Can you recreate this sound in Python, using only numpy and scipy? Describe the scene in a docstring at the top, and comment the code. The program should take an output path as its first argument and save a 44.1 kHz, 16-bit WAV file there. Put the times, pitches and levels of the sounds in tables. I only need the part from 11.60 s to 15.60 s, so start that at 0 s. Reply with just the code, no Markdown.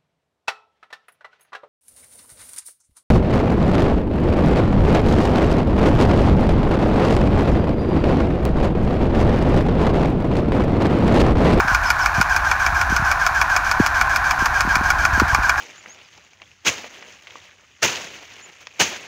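"""A small motor-driven injection pump runs outdoors by a concrete tank, at nearly seven strokes a second.
Each stroke ends in a metallic clack as bouncing contacts ring the pump body. In the second half of
each turn a valve knocks, the flow hisses and a short whine falls; early on, the piston squeaks.
Gear teeth rattle in the drive housing throughout, over a low drone and a faint steady hiss,
and handling or wind thumps the microphone now and then."""
import sys
import numpy as np
from scipy import signal
from scipy.fft import rfft, irfft
from scipy.io import wavfile

SR = 44100
rng = np.random.default_rng(int(sys.argv[2]) if len(sys.argv) > 2 else 0)


def unload_wav(signal):
    """Save mono or channel-first audio to the path in sys.argv[1] as 16-bit WAV at rate SR, clipped to [-1, 1]."""
    wavfile.write(
        sys.argv[1],
        SR,
        np.round(np.clip(np.atleast_2d(signal).T, -1, 1) * 32767).astype(np.int16),
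    )


N = 176400
T = np.arange(N) / SR

# pump strokes: (clack time [s], bright tick [dB], dull knock [dB], whine before the clack [dB])
STROKES = [(-.007, -4.5, 1.5, -17), (.1467, -11.5, -7.5, -19), (.3028, -8, -11, -17),
           (.4594, -11.5, -10, -17), (.6126, -8, -10, -16), (.7632, -13, -11.5, -16),
           (.9135, -13, -7, -18.5), (1.0635, -12.5, -7.5, -17.5), (1.2134, -13, -13.5, -19),
           (1.3641, -12.5, -12, -16.5), (1.5144, -12, -13, -17.5), (1.6646, -9.5, -13.5, -16),
           (1.8141, -10, -6.5, -16), (1.9636, -9.5, -8.5, -15), (2.1135, -11, -11, -19),
           (2.2628, -9, -23, -19), (2.412, -10.5, -10, -15), (2.5605, -9, -17, -16),
           (2.7091, -11.5, -9.5, -16), (2.8581, -10.5, -11, -16.5), (3.0066, -10, -10, -14),
           (3.1545, -10.5, -7, -15.5), (3.3028, -9.5, -9.5, -17.5), (3.4509, -11.5, -6.5, -16.5),
           (3.5984, -10.5, -6.5, -14), (3.7465, -11.5, -4, -15.5), (3.8941, -9.5, -6.5, -14),
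           (4.042, -9, -6.5, -16)]


def from_db(db):
    """Decibels to gain."""
    return 10 ** (np.asarray(db) / 20)


def unit_rms(x):
    """Scale to rms 1."""
    return x / np.sqrt(np.mean(x ** 2) + 1e-20)


def colour(x, spectrum):
    """Minimum-phase EQ along a curve of (frequency [Hz], level [dB]); the result has rms 1."""
    hz, db = np.transpose(spectrum)
    grid_hz = np.maximum(np.fft.rfftfreq(N, 1 / SR), 1)
    gain = from_db(np.interp(np.log(grid_hz), np.log(hz), db))
    cepstrum = irfft(np.log(gain), N)
    cepstrum[1:N // 2] *= 2  # folded forward, so nothing rings ahead of a hit
    cepstrum[N // 2 + 1:] = 0
    return unit_rms(irfft(rfft(x) * np.exp(rfft(cepstrum)), N))


def drift(rate_hz):
    """Smooth random wander with rms 1."""
    grid_hz = np.fft.rfftfreq(N, 1 / SR)
    return unit_rms(irfft(rfft(rng.standard_normal(N)) / (1 + (grid_hz / rate_hz) ** 2), N))


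def clicks(times, sizes):
    """Single-sample impulses at the given times in seconds."""
    out = np.zeros(N)
    inside = (times >= 0) & (times < (N - 1) / SR)
    np.add.at(out, (times[inside] * SR).astype(int), sizes[inside])
    return out + 1e-18


def ring(x, hz, t60):
    """One resonant mode that dies by 60 dB in t60 seconds."""
    radius, angle = from_db(-60 / (t60 * SR)), 2 * np.pi * hz / SR
    return signal.lfilter([0, np.sin(angle)], [1, -2 * radius * np.cos(angle), radius ** 2], x)


def stroke_load(turn):
    """Envelope of the working stroke, 0-1: it opens in mid-turn and dies away after the clack."""
    opens, attack, release = .53, .026, .21  # turns
    position = turn % 1
    opening = np.clip((position - opens) / attack, 0, 1)
    return np.maximum(opening, np.exp(-position / release))


def air():
    """A faint, steady bed of hiss behind the pump."""
    # tone of the bed: (frequency [Hz], relative level [dB])
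    spectrum = [(1500, -13), (2900, 0), (4000, 3), (5200, -0.5), (6600, 0), (7800, -14), (12000, -12),
                (15500, -13.5)]
    return from_db(-41.5) * colour(rng.standard_normal(N), spectrum)


def drone():
    """Low noise swells and ebbs under the pump."""
    # tone of the drone: (frequency [Hz], relative level [dB])
    spectrum = [(15, -13), (25, -11), (36, 1), (52, 2.5), (70, 0.5), (100, -7.5), (130, -9.5), (180, -21.5),
                (320, -21.5), (480, -34.5), (900, -58)]
    # its slow swells: (time [s], level [dB])
    swells = [(0, -28), (.7, -31), (1.3, -28.5), (1.7, -32.5), (2.6, -30), (3.2, -27), (3.52, -25.5),
              (3.75, -27.5), (4, -31)]
    return from_db(np.interp(T, *np.transpose(swells))) * colour(rng.standard_normal(N), spectrum)


def microphone_thumps():
    """Handling or wind bumps the microphone: a few dull cycles that dive in pitch."""
    # bumps: (time [s], relative level [dB], starting pitch [Hz], decay time [s])
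    bumps = [(0.046, -21.5, 260, 0.0077), (.114, -23, 253, .006), (0.123, -22, 90, .012),
             (0.58, -14, 190, 0.0094), (0.599, -15, 257, 0.0067), (1.124, -23, 160, .012),
             (1.302, -23, 248, 0.0086), (1.322, -18, 302, 0.0095), (1.394, -22, 182, 0.012),
             (1.421, -20, 200, 0.012), (2.1994, -3, 332, 0.007), (2.821, -20.5, 340, 0.0067),
             (3.048, -24, 314, 0.0099), (3.073, -19.5, 290, .01), (3.163, -23.5, 290, 0.01),
             (3.21, -18.5, 300, 0.0062), (3.527, -13, 86, 0.017), (3.576, -16, 290, 0.0047),
             (3.6175, -7, 342, 0.0042), (3.627, -7, 111, 0.008), (3.728, -5, 90.5, 0.0062),
             (3.784, -24.5, 324, 0.0078)]
    end_hz, dive_s, rise_cycles, gain_db = 65.4, .0082, .56, 6
    out, t = np.zeros(N + SR), np.arange(SR // 10) / SR
    for time, db, start_hz, decay_s in bumps:
        hz = end_hz + (start_hz - end_hz) * np.exp(-(t / dive_s) ** 2)
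        tone = np.sin(2 * np.pi * np.cumsum(hz) / SR)
        attack = 1 - np.exp(-(t * start_hz / rise_cycles) ** 2)
        start = int(time * SR)
        out[start:start + len(t)] += from_db(db + gain_db) * attack * np.exp(-t / decay_s) * tone
    return out[:N]


def piston_squeaks():
    """The piston gives thin, unsteady whistles that slide downwards."""
    # squeaks at their peaks: (time [s], level [dB], pitch [Hz])
    squeaks = [(.271, -28, 5140), (.288, -33, 5100), (.413, -34, 5670), (.431, -29, 5170)]
    fall_hz_per_s, width_s, waver_hz = 12000, .0099, 60.5
    waver_cycles = waver_hz * np.cumsum(drift(rate_hz=300)) / SR
    out = np.zeros(N)
    for time, db, hz in squeaks:
        t = T - time
        cycles = (hz - .5 * fall_hz_per_s * t) * t + waver_cycles
        out += from_db(db) * np.exp(-.5 * (t / width_s) ** 2) * np.sin(2 * np.pi * cycles)
    return out


def flow_hiss(turn):
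    """Flow hisses through the pump during the working stroke."""
    # whistly tone of the flow: (frequency [Hz], relative level [dB])
    spectrum = [(1200, -8), (1470, 17), (1800, -10.5), (2050, -3), (2380, 11), (2650, -8.5), (2950, 0),
                (3900, -9), (4550, -1.5), (4900, -14), (5100, 4.5), (5350, -6.5), (5700, 1), (6700, -4),
                (7700, -12.5), (10000, -21.5), (11700, -15), (15500, -25.5)]
    return from_db(-29.5) * stroke_load(turn) * colour(rng.standard_normal(N), spectrum)


def gear_rattle(turn):
    """Dense small knocks of the gear teeth ring in the housing, a little harder under load."""
    # resonances of the housing: (frequency [Hz], relative level [dB])
    housing = [(250, -28), (480, -27), (580, -16), (720, -3.5), (940, -3.5), (1060, 2), (1150, -3),
               (1290, -4.5), (1480, 2), (1650, -1), (1850, -9.5), (2020, -16), (2350, -13), (2700, -21),
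               (3300, -35.5), (6400, -37.5), (15500, -54)]
    knocks_per_s, spread_db, noise_mix = 1400, 1.5, .73
    teeth_per_turn, tooth_depth = 34, .29
    level_db, load_boost_db = -21, .86
    hits = rng.random(N) < knocks_per_s / SR
    knocks = hits * from_db(spread_db * rng.standard_normal(N)) * rng.choice([-1, 1], N)
    force = unit_rms(knocks) + noise_mix * rng.standard_normal(N)
    meshing = 1 + tooth_depth * np.cos(2 * np.pi * teeth_per_turn * turn)
    return from_db(level_db + load_boost_db * stroke_load(turn)) * colour(force * meshing, housing)


def load_whine(turn):
    """A tone tied to the pump's speed swells and sags in pitch as each stroke takes up its load."""
    # harmonics 1 to 4 of the whine: (relative level [dB])
    harmonics = [0.57, -28, -29, -26]
    cycles_per_turn, sag_hz_per_turn = 235.5, 748.5
    centre, width = .73, .086  # turns
    waver_hz, flutter_db = 10.95, 1.0
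    position = turn % 1
    past_centre = position - centre
    turns_per_s = np.gradient(turn) * SR
    hz = cycles_per_turn * turns_per_s - sag_hz_per_turn * past_centre + waver_hz * drift(rate_hz=28.1)
    phase = 2 * np.pi * np.cumsum(hz) / SR
    tone = sum(from_db(db) * np.sin(k * phase) for k, db in enumerate(harmonics, 1))
    stroke_db = np.transpose(STROKES)[3][np.ceil(turn).astype(int)]
    swell = from_db(stroke_db + flutter_db * drift(rate_hz=28)) / (1 + (past_centre / width) ** 2)
    edge_fade = np.sin(np.pi * position) ** .5  # silent at each clack
    return np.sqrt(2) * swell * edge_fade * tone


def bounces(starts, db, pattern):
    """Times and levels of the bouncing contacts of each hit, timed a little differently every time."""
    jitter = .08  # fraction of each delay
    runs = [(starts + delay * (1 + jitter * rng.standard_normal(len(db))), db + level)
            for delay, level in pattern]
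    return np.concatenate(runs, axis=1)


def contact_crack(times, db):
    """Each bright contact spits a very short burst of high noise."""
    t60, low_cut_hz = .016, 4000
    decay = from_db(-60 / (t60 * SR))
    envelope = signal.lfilter([1], [1, -decay], clicks(times, from_db(db)))
    low_cut = signal.butter(1, low_cut_hz, "high", fs=SR, output="sos")
    return from_db(-15) * signal.sosfilt(low_cut, envelope * rng.standard_normal(N))


def body_ring(times, db, rolloff_hz):
    """Contacts ring the metal pump body; the duller the contact, the less it stirs the high modes."""
    # modes of the pump body: (frequency [Hz], relative level [dB], t60 [s])
    modes = [(762, -21, 0.043), (930, -13.5, 0.02), (1147, -7, 0.022), (1442, -4.5, 0.028),
             (1777, -5.5, 0.01), (2258, -9.5, 0.024), (2437, -9, 0.024), (2923, -20.5, 0.023),
             (3295, -20.5, 0.027), (4594, -7.5, 0.0064), (5200, -9.5, 0.015), (5770, -11.5, 0.011),
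             (6290, -14.5, 0.023), (6950, -10.5, 0.0097), (8540, -20.5, .01), (11570, -25.5, 0.019)]
    spread_db, gain_db = 1.5, 3.5
    out = np.zeros(N)
    for k, (hz, mode_db, t60) in enumerate(modes):
        strike_db = db + mode_db + spread_db * rng.standard_normal(len(times))
        sizes = from_db(strike_db) / (1 + (hz / rolloff_hz) ** 2)
        out += (-1) ** k * ring(clicks(times, sizes), hz, t60)
    return from_db(gain_db) * out


def pump_clacks():
    """Each clack is a bright tick and a dull knock that both bounce; a valve knocks lightly in mid-turn."""
    # bright contacts within one clack: (delay [s], relative level [dB])
    tick_bounces = [(-.0001, 0.5), (.0013, -8), (.0062, -8), (.0085, -11.5), (.013, -12)]
    # dull contacts within one clack: (delay [s], relative level [dB])
    knock_bounces = [(.0012, 4), (.003, 2.5), (.0086, -6)]
    valve_at_turns, valve_lag_s = .57, .001975
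    valve_tick_db, valve_knock_db = -17.5, -8.5  # relative to the clack before
    starts, tick_db, knock_db, _ = np.transpose(STROKES)
    valve_times = starts[:-1] + valve_at_turns * np.diff(starts)
    valve_ticks = [valve_times, tick_db[:-1] + valve_tick_db]
    valve_knocks = [valve_times + valve_lag_s, knock_db[:-1] + valve_knock_db]
    ticks = np.hstack([bounces(starts, tick_db, tick_bounces), valve_ticks])
    knocks = np.hstack([bounces(starts, knock_db, knock_bounces), valve_knocks])
    crack = contact_crack(*ticks)
    return crack + body_ring(*ticks, rolloff_hz=12200) + body_ring(*knocks, rolloff_hz=2160)


def scene():
    """Mono mix of pump and background; the strokes pace the rattle, the flow and the whine."""
    clack_times = np.transpose(STROKES)[0]
    turn = np.interp(T, clack_times, np.arange(len(STROKES)))  # one turn from clack to clack
    pump = pump_clacks() + gear_rattle(turn) + flow_hiss(turn) + load_whine(turn) + piston_squeaks()
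    return (pump + air() + drone() + microphone_thumps())[None]


def record(dry):
    """Soft saturation rounds the peaks and a steep low-pass takes off the very top."""
    ceiling, cutoff_hz = 1.05, 15600
    high_cut = signal.ellip(10, .1, 80, cutoff_hz, fs=SR, output="sos")
    return signal.sosfilt(high_cut, ceiling * np.tanh(dry / ceiling))


dry = scene()
out = record(dry)
unload_wav(out)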